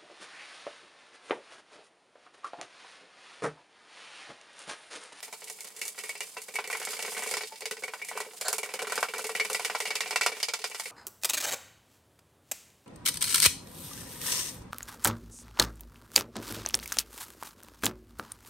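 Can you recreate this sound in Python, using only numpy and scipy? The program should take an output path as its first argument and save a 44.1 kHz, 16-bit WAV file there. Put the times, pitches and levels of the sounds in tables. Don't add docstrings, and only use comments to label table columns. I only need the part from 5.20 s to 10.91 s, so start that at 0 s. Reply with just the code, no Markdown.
import sys
import numpy as np
from scipy import signal
from scipy.fft import rfft, irfft
from scipy.io import wavfile
from scipy.ndimage import uniform_filter1d

SR = 44100
rng = np.random.default_rng(int(sys.argv[2]) if len(sys.argv) > 2 else 0)


def wrap_up_sound(samples):
    columns = np.atleast_2d(samples).T
    tamed = np.clip(columns, -1, 1)
    steps = np.round(tamed * 32767).astype(np.int16)
    wavfile.write(sys.argv[1], SR, steps)


N = 251811


def undb(db):
    return 10 ** (np.asarray(db) / 20)


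def unit(x):
    return x / np.sqrt(np.mean(x ** 2, axis=-1, keepdims=True))


def band(x, lo_hz, hi_hz, order=2):
    edges = [lo_hz, min(hi_hz, .45 * SR)]
    return signal.sosfilt(signal.butter(order, edges, "bandpass", fs=SR, output="sos"), x)


def mode(x, hz, t60):
    turn = np.exp(2j * np.pi * np.cumsum(hz + 0 * x) / SR)
    return (turn * signal.lfilter([1], [1, -1000. ** (-1 / (t60 * SR))], x / turn)).imag


# frequency in Hz, relative spectral density in dB.
HUM_SPECTRUM = [(20, -46), (100, -17), (150, -21), (175, -6), (250, -12.5), (400, -10.5), (1000, -7.5),
                (4000, -58), (16000, -17.5)]
def room_hum(level_db=-60.5):
    hz = np.maximum(np.arange(N // 2 + 1) * SR / N, 1)
    knot_hz, knot_db = np.transpose(HUM_SPECTRUM)
    shape = undb(np.interp(np.log(hz), np.log(knot_hz), knot_db))
    mid, side = rfft(rng.standard_normal((2, N))) * shape
    side *= np.clip(45 / hz + hz / 9000, 0, 1)
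    return undb(level_db) * unit(irfft(np.array([mid + side, mid - side]), N))


def grip(patchy_db, hold_ms=12):
    hold = int(hold_ms * SR / 1000)
    steps = np.repeat(rng.standard_normal(N // hold + 1), hold)[:N]
    return unit(undb(patchy_db * uniform_filter1d(steps, hold // 2)))


def stick_slip(per_s, scatter_db):
    slips = rng.random(N) < per_s / SR
    return unit(slips * rng.standard_normal(N) * undb(scatter_db * rng.exponential(size=N)))


def tine_contacts(starts, spread_ms=0.68, step_db=-7.5, count=3):
    chance = rng.random((len(starts), 2, count))
    lag = np.arange(count) * chance[:, 0] * spread_ms / 1000
    sizes = undb(step_db * np.arange(count)) * (1.1 - chance[:, 1] / 4)
    return np.minimum((starts + lag) * SR, N - 1).astype(int), sizes


def force(places, sizes, drag=0, skid_db=0, grit=0, skid_t60=0.092):
    taps = np.zeros(N)
    np.add.at(taps, places, sizes)
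    skid = np.sqrt(signal.lfilter([1], [1, -1000. ** (-2 / (skid_t60 * SR))], taps ** 2))
    return taps + (undb(skid_db) * skid + drag) * grit


# start in seconds, strength in dB, then lower wall, splash and low note offsets in dB.
FORK_BLOWS = [(0.0287,-31,-5.5,-4.5,-3),(0.0802,-51,9,-3,-8),(0.1266,-31.5,-2,-8,1),(0.219,-36,-8,-13,1),
              (0.2424,-51.5,-36,11.5,-5),(0.2728,-36.5,-19,-11,-3),(0.2993,-36,-11,4.5,-3.5),(0.386,-39,-11,-9,-11),
              (0.4068,-40,-15,6.5,-12),(0.4454,-38.5,-5,-0.5,-3),(0.565,-43.5,-17,4,-14),
              (0.6152,-17.5,-25,-10.5,0),(0.6533,-31,-15,1,-4),(0.6806,-33,-34,5.5,4),
              (0.779,-27,-12,-28,0.5),(0.7882,-26,-24,-8.5,-9),(0.8369,-24,-14,-11,-3),
              (0.8926,-23.5,-16,-9,-2),(0.9526,-25,-17.5,-21,-2.5),(1.0059,-17.5,-21.5,-12.5,1.5),
              (1.1678,-21,-12,-23,1.5),(1.2178,-39.5,-33,3,3),(1.284,-25.5,-14,-16,7),(1.3396,-33,-17,-5,8),
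              (1.3554,-16.5,-22,-12.5,0),(1.3872,-17.5,-6,-22,0),(1.4414,-22.5,-17,-17,2),(1.4751,-30,-18,-2.5,9.5),
              (1.5006,-23.5,-2,-11,-8),(1.5111,-33,-32,-2,-9),(1.5279,-15.5,-26,-14,12.5),(1.5502,-23,-4.5,-17,0),(1.5709,-29.5,-14,-1.5,-9),(1.5998,-33.5,-6,0.5,5.5),
              (1.6164,-22.5,-6.5,-19,-7),(1.6283,-37,-30,1,-9),(1.6513,-32.5,-47,5.5,-7),(1.6722,-23,-4,-20,-2),(1.689,-34,-22,-2,12),(1.7075,-37,-27,0,4),
              (1.732,-24,-6.5,-18,1.5),(1.7668,-30,-15,-7,2),(1.7914,-25.5,-6,-12,-5),(1.8035,-31.5,-33,-7,-9),
              (1.8249,-25,-14,-3.5,11),(1.8486,-25.5,-9,-16,1),(1.862,-32,-11,-12,-2),(1.879,-28.5,-5,-14,8),(1.92,-32,-1,-3.5,-1),(1.947,-29,-16,-8,7),
              (1.9675,-27,-1,-14,3),(1.9784,-26,-27,-7,-8),(1.992,-25,-10,-6.5,4),(2.023,-26.5,-1,-4.5,2),(2.0354,-29,-24,-1.5,-10),(2.062,-33.5,-3,-20,9),
              (2.0742,-27.5,-17,-4,-8),(2.09,-30,-15,-3,-7),(2.1118,-21,-16,-7.5,9),(2.1385,-18,-6.5,-11.5,3.5),(2.1691,-19.5,-9.5,-10,7),
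              (2.2083,-24.5,-10,-33,0),(2.234,-31,-5,-10,3),(2.2723,-40,-56,0.5,1),(2.322,-37.5,-6,-25,2),(2.357,-35.5,-34,-12,-13),(2.4076,-39,-5,3.5,-5),
              (2.4196,-25.5,-17,-22,7),(2.4558,-18.5,-15.5,-13,1.5),(2.511,-19.5,-9.5,-9,5),(2.568,-30,-7,-15,6),
              (2.6231,-34,-5,-13,8),(2.6366,-24,-7,-7.5,3.5),(2.6801,-24,-7,-22,3),(2.7363,-22.5,-4.5,-18,1),
              (2.7948,-40,-16,-20,-2),(2.8167,-23,-23,-34,6),(2.8484,-34.5,-17,0,-6),(2.8863,-26.5,-28,-7,11),
              (2.9137,-30,-0.5,-16,-2),(2.9525,-33.5,-8,-20,10),(2.9752,-25.5,0,-4.5,-10),(3.003,-21.5,-5.5,-9.5,1),
              (3.0485,-38,-2.5,-13,-14),(3.062,-46,-6,-20,10.5),(3.1343,-51.5,11.5,7,-2.5),(3.212,-24,-12,-1,3),
              (3.283,-27.5,0.5,6.5,-0.5),(3.3295,-26,2.5,5.5,-4),(3.3828,-22.5,-7.5,-1.5,1),(3.4316,-20.5,-10.5,-11.5,0.5),
              (3.4607,-38,2,-1,-1),(3.49,-30,-5,-13,-3),(3.5385,-21,-9.5,-8,6),(3.5912,-22,-7.5,-13,6),
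              (3.6195,-29.5,2,-4,10.5),(3.647,-29.5,-2,-22,-7),(3.6707,-27,-2,-11,5.5),(3.698,-23.5,-6.5,-12,3),
              (3.7214,-22,1.5,-5,4),(3.7564,-27,-9,-1.5,3),(3.7778,-20.5,2.5,-13,9),(3.8067,-35,-12,3,11),
              (3.8284,-17,5,-8,0),(3.8855,-27,-7,-21,4.5),(3.9374,-23,1.5,-13,-2.5),(3.96,-30,-16,-25,5),(3.968,-29,-20,-23,-3),(3.982,-29.5,-3,0,0.5),(3.993,-27.5,1,-8,-1),
              (4.0426,-20,-12.5,-10.5,3),(4.068,-29,-18,-0.5,-8),(4.0935,-26,-0.5,-15,-0.5),(4.119,-34,-16,-13,3),(4.1506,-15.5,-18,-15.5,5.5),(4.163,-25,-19,-5.5,-5),(4.1983,-9.5,-17.5,-23,2),
              (4.2487,-18,-13.5,-15,-0.5),(4.2999,-23,-4,-5,2.5),(4.3155,-31,-9,-10,2),(4.331,-27,-31,2.5,-3),
              (4.3468,-15,-11,-12.5,-2),(4.3959,-24,0.5,-10,0),(4.4177,-28.5,-13,-15,2),(4.4479,-14.5,-12,-11.5,0),
              (4.4986,-18,-5,-27,-5),(4.5496,-17,-3.5,-21,-5),(4.6029,-16.5,-11,-10,-0.5),(4.621,-29,-21,-7,9),(4.6543,-16,-14.5,-21,-3),
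              (4.6745,-23,-25,-16,11),(4.705,-14.5,-15.5,-24,2),(4.7542,-14.5,-18.5,-13,-1),(4.806,-14,-15.5,-17.5,-1),
              (4.8592,-22.5,-10.5,-27,-3),(4.8764,-28.5,-25,-13,3),(4.9079,-19,-10,-12.5,2),(4.927,-26.5,-8,-34,4),
              (4.959,-11.5,-8.5,-14,-7.5),(5.011,-11.5,-11,-16.5,1),(5.0336,-18.5,-23,-16,3),(5.0626,-12,-3,-10,-3),
              (5.0894,-32,-5,-22,3),(5.1185,-22,-9,-29,4),(5.149,-31,-26,-25,-8),(5.168,-27,-11,-19,4.5),(5.201,-24.5,-11,-10,-5),
              (5.229,-15.5,-16,-10.5,-4),(5.2848,-19,-9.5,-15.5,4.5),(5.3365,-21,-5,-7,3),(5.369,-42,-20,-6,-8),(5.391,-36.5,-4.5,-2.5,5.5),
              (5.417,-30,-26,-16,-7),(5.4413,-17,-10.5,-15.5,6.5),(5.499,-37.5,-17,-1,10),(5.5138,-28.5,-14,-22,3),
              (5.5464,-24,-9.5,-16,-6),(5.5977,-26.5,-6.5,-3.5,-17),(5.6355,-32,-46,-7,-6),(5.6564,-24,-16,-12,7.5)]
# time in seconds, then bowl drag, drag crackle, low note and tine tick, in relative dB.
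WHISK_CONTOUR = [(0.0, -49, -44.5, -5, 1.5), (0.51, -55.5, -46, 6.5, -6), (0.78, -50.5, -41.5, 2, -5.5),
                 (1.27, -56, -45, 1, -5), (1.53, -45.5, -47, -4, -6.5), (1.72, -42.5, -38, -1.5, -0.5),
                 (2.05, -40, -38, -2.5, -7.5), (2.26, -54, -44.5, -1, 7), (2.46, -63, -51.5, 1, 1),
                 (2.86, -50, -44.5, -7, -9), (2.99, -44.5, -47, -0.5, -6.5), (3.26, -57.5, -39, 1.5, -0.5),
                 (3.4, -44, -49, 3.5, -4), (3.77, -41, -42.5, -7.5, -0.5), (4.01, -46.5, -42, 4, -4.5),
                 (4.31, -44, -40, 2, -3), (4.91, -42.5, -43, -2, 1), (5.12, -44, -42.5, -1.5, -0.5),
                 (5.34, -68, -53, -4, 7), (5.71, -48, -36, -7, -6)]
def whisking():
    starts, blow_db, depth_db, splash_db, note_db = np.transpose(FORK_BLOWS)[:, :, None]
    times, drag_db, crackle_db, low_db, tines_db = np.transpose(WHISK_CONTOUR)
    wall_db = blow_db + depth_db
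    fizz_db = blow_db + splash_db
    thud_db = 0.6 * wall_db + np.interp(starts, times, low_db) + note_db
    tick_db = blow_db + 0.37 * splash_db + np.interp(starts, times, tines_db)
    t = np.arange(N) / SR
    bowl_drag = undb(np.interp(t, times, drag_db)) * grip(patchy_db=5.5)
    fork_drag = undb(np.interp(t, times, crackle_db)) * grip(patchy_db=4.2)
    low_drag = undb(np.interp(t, times, low_db)) * bowl_drag
    places, sizes = tine_contacts(starts)

    bowl = bowl_modes(places, sizes, thud_db, wall_db, blow_db, low_drag, bowl_drag)
    bowl += fork_modes(places, sizes, tick_db, fizz_db, fork_drag)
    bowl += gurgle()
    bowl += knock(places, sizes * undb((wall_db + blow_db) / 2 + 7), bowl_drag)
    sound = band(bowl, 419, 13600, order=8)
    sound += worktop(places, sizes, thud_db, wall_db, bowl_drag)
    wet = crackle(places, sizes * undb(tick_db + 7.5), undb(-7) * fork_drag, 2320, 7070, shared=0.46)
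    wet += crackle(places, sizes * undb(fizz_db + 10), undb(-1.7) * fork_drag, 6500, 10530, shared=0.62)
    wet += crackle(places, sizes * undb(fizz_db), undb(-9) * fork_drag, 10600, 14500, shared=0.16)
    sound += clack(places, sizes * undb(np.maximum(blow_db, wall_db + 6) - 1), fork_drag)
    sound += bare_click(places[:, :1], undb(fizz_db + 0.23 * splash_db + 19.5))
    return sound + wet


def modal_sum(modes, places, sizes, drag, skid_db, spot_db, detune, tilt_db=0, flip=-1):
    norm = np.linalg.norm(undb(np.array(modes)[:, 1]))
    centre_hz = modes[len(modes) // 2][0]
    spot, load = rng.standard_normal((len(places), 2, len(modes))).transpose(1, 0, 2)
    last_blow = np.maximum(np.searchsorted(places[:, 0], np.arange(N), "right") - 1, 0)
    out = 0
    for k, (hz, db, t60) in enumerate(modes):
        weight = flip ** k * undb(spot_db * spot[:, k, None] + tilt_db * np.log2(hz / centre_hz))
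        push = force(places, sizes * weight, drag, skid_db, rng.standard_normal(N))
        out += undb(db) / norm * mode(push, hz * (1 + detune * load[last_blow, k]), t60)
    return out


# frequency in Hz, relative level in dB, T60 in seconds.
THUD_MODES = [(423, 0, 0.061), (448, -0.5, 0.045), (501, 1, 0.053), (589, -11.5, 0.069)]
WALL_MODES = [(746, -3, 0.056), (872, 1, 0.036), (1020, 0, 0.03), (1140, 4, 0.016), (1393, 0.5, 0.026),
              (1497, -7, 0.059)]
RING_MODES = [(1937, 0.5, 0.035), (2040, -0.5, 0.021), (2241, 3.5, 0.047), (2353, -3.5, 0.095),
              (2497, -12, 0.052), (2686, -7.5, 0.075), (2889, -7, 0.064)]
def bowl_modes(places, sizes, thud_db, wall_db, blow_db, low_drag, drag):
    thud = modal_sum(THUD_MODES, places, sizes * undb(thud_db - 16), undb(-34.5) * low_drag,
                     skid_db=-33.5, spot_db=2.5, detune=0.0032)
    tilt_db = 0.61 * (wall_db - np.mean(wall_db))
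    wall = modal_sum(WALL_MODES, places, sizes * undb(wall_db - 0.5), undb(-49) * drag,
                     skid_db=-27.5, spot_db=1.8, detune=0.0055, tilt_db=tilt_db, flip=0.94)
    ring = modal_sum(RING_MODES, places, sizes * undb(blow_db - 10), undb(-32) * drag,
                     skid_db=-26, spot_db=2.5, detune=0.011)
    return thud + wall + ring


# frequency in Hz, relative level in dB, T60 in seconds.
FORK_MODES = [(3720, -16, 0.07), (4468, -2.5, 0.048), (4750, -4, 0.032), (4920, 3.5, 0.025),
              (5110, 4, 0.018), (5780, -12, 0.01), (7460, -3, 0.017), (8020, 0.5, 0.019), (8840, -5, 0.027)]
def fork_modes(places, sizes, tick_db, fizz_db, drag):
    wet_db = fizz_db - tick_db
    return modal_sum(FORK_MODES, places, sizes * undb(tick_db - 13), undb(-32.5) * drag,
                     skid_db=-22, spot_db=4.5, detune=0.011, tilt_db=0.9 * (wet_db - np.mean(wet_db)))


def knock(places, sizes, drag):
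    grit = stick_slip(per_s=6000, scatter_db=1.94)
    return band(force(places, sizes, undb(-0.5) * drag, skid_db=-17.5, grit=grit), 840, 3500)


def worktop(places, sizes, thud_db, wall_db, drag):
    push = force(places, sizes * undb(thud_db - 7), undb(-7) * drag, -17, rng.standard_normal(N))
    jolt = force(places, sizes * undb(wall_db - 3))
    return band(push, 166, 380, order=3) + band(jolt, 47, 140, order=1)


def crackle(places, sizes, drag, lo_hz, hi_hz, shared):
    both, left, right = (stick_slip(per_s=5000, scatter_db=1.7) for _ in range(3))
    grit = np.sqrt(shared) * both + np.sqrt(1 - shared) * np.array([left, right])
    return band(force(places, sizes, drag, skid_db=-12.5, grit=grit), lo_hz, hi_hz)


def clack(places, sizes, drag):
    sticky = undb(-11) * drag * stick_slip(per_s=250, scatter_db=4.5)
    return band(force(places, sizes) + sticky, 700, 5000, order=3)


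# delay in milliseconds, gain in dB.
BOWL_ECHOES = [(1.45, -3), (2.3, -6)]
def bare_click(places, sizes):
    spike = force(places, sizes)
    echoes = sum(undb(db) * np.roll(spike, int(ms * SR / 1000)) for ms, db in BOWL_ECHOES)
    return band(spike + echoes, 4900, 9000, order=1)


# peak time in seconds, pitch in Hz, peak in dB, rise and T60 in seconds, climb in Hz a second.
SWELLING_TONES = [(2.325, 880, -44, 0.01, 0.12, 300), (2.6395, 2220, -25, .0025, 0.061, 5900),
                  (2.8192, 2255, -28, .0025, 0.075, 8000)]
def swelling_tones():
    out = 0
    for at, hz, db, rise, t60, climb in SWELLING_TONES:
        t = np.arange(N) / SR - at
        after = np.clip(t, 0, 1)
        envelope = np.where(t < 0, np.exp(-(t / rise) ** 2), 1000. ** (-after / t60))
        out += undb(db) * envelope * np.sin(2 * np.pi * (hz * t + climb * after ** 2 / 2))
    return out


# middle in seconds, half length in seconds, drive level in dB.
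FORK_PULLS = [(3.218, 0.012, -59), (3.266, .019, -51), (3.303, 0.022, -58.5)]
# frequency in Hz, gain in dB, T60 in seconds.
GURGLE_MODES = [(715, -2.5, 0.014), (1530, 2, 0.008), (4430, 2.5, 0.005), (7300, -1, 0.0084)]
def gurgle():
    t = np.arange(N) / SR
    pull = sum(undb(db) * np.exp(-((t - mid) / half) ** 4) for mid, half, db in FORK_PULLS)
    return sum(undb(db) * mode(pull * stick_slip(per_s=6000, scatter_db=1.3), hz, t60)
               for hz, db, t60 in GURGLE_MODES)


def kitchen(dry, t60=0.09, tail_db=-12, side_hz=2900):
    t = np.arange(int(.3 * SR)) / SR
    decay = 1000. ** (-t / t60) * np.minimum(t / 0.005, 1)
    mid, side = rng.standard_normal((2, len(t))) * decay / np.linalg.norm(decay)
    side = signal.lfilter(*signal.butter(1, side_hz, "high", fs=SR), side)
    response = undb(tail_db) * np.array([mid + side, mid - side])
    response[:, 0] += 1
    return signal.fftconvolve(dry, response, axes=1)[:, :N]


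def scene():
    return kitchen(whisking() + swelling_tones()) + room_hum()


def record(dry, left_minus_right_db=-2, top_hz=15900):
    treble = band(dry, 2620, 17000, order=1)
    gains = undb(np.array([[1], [-1]]) * left_minus_right_db / 2)
    panned = dry + treble * (gains - 1)
    return signal.sosfilt(signal.ellip(8, .2, 70, top_hz, fs=SR, output="sos"), panned)


dry = scene()
out = record(dry)
wrap_up_sound(out)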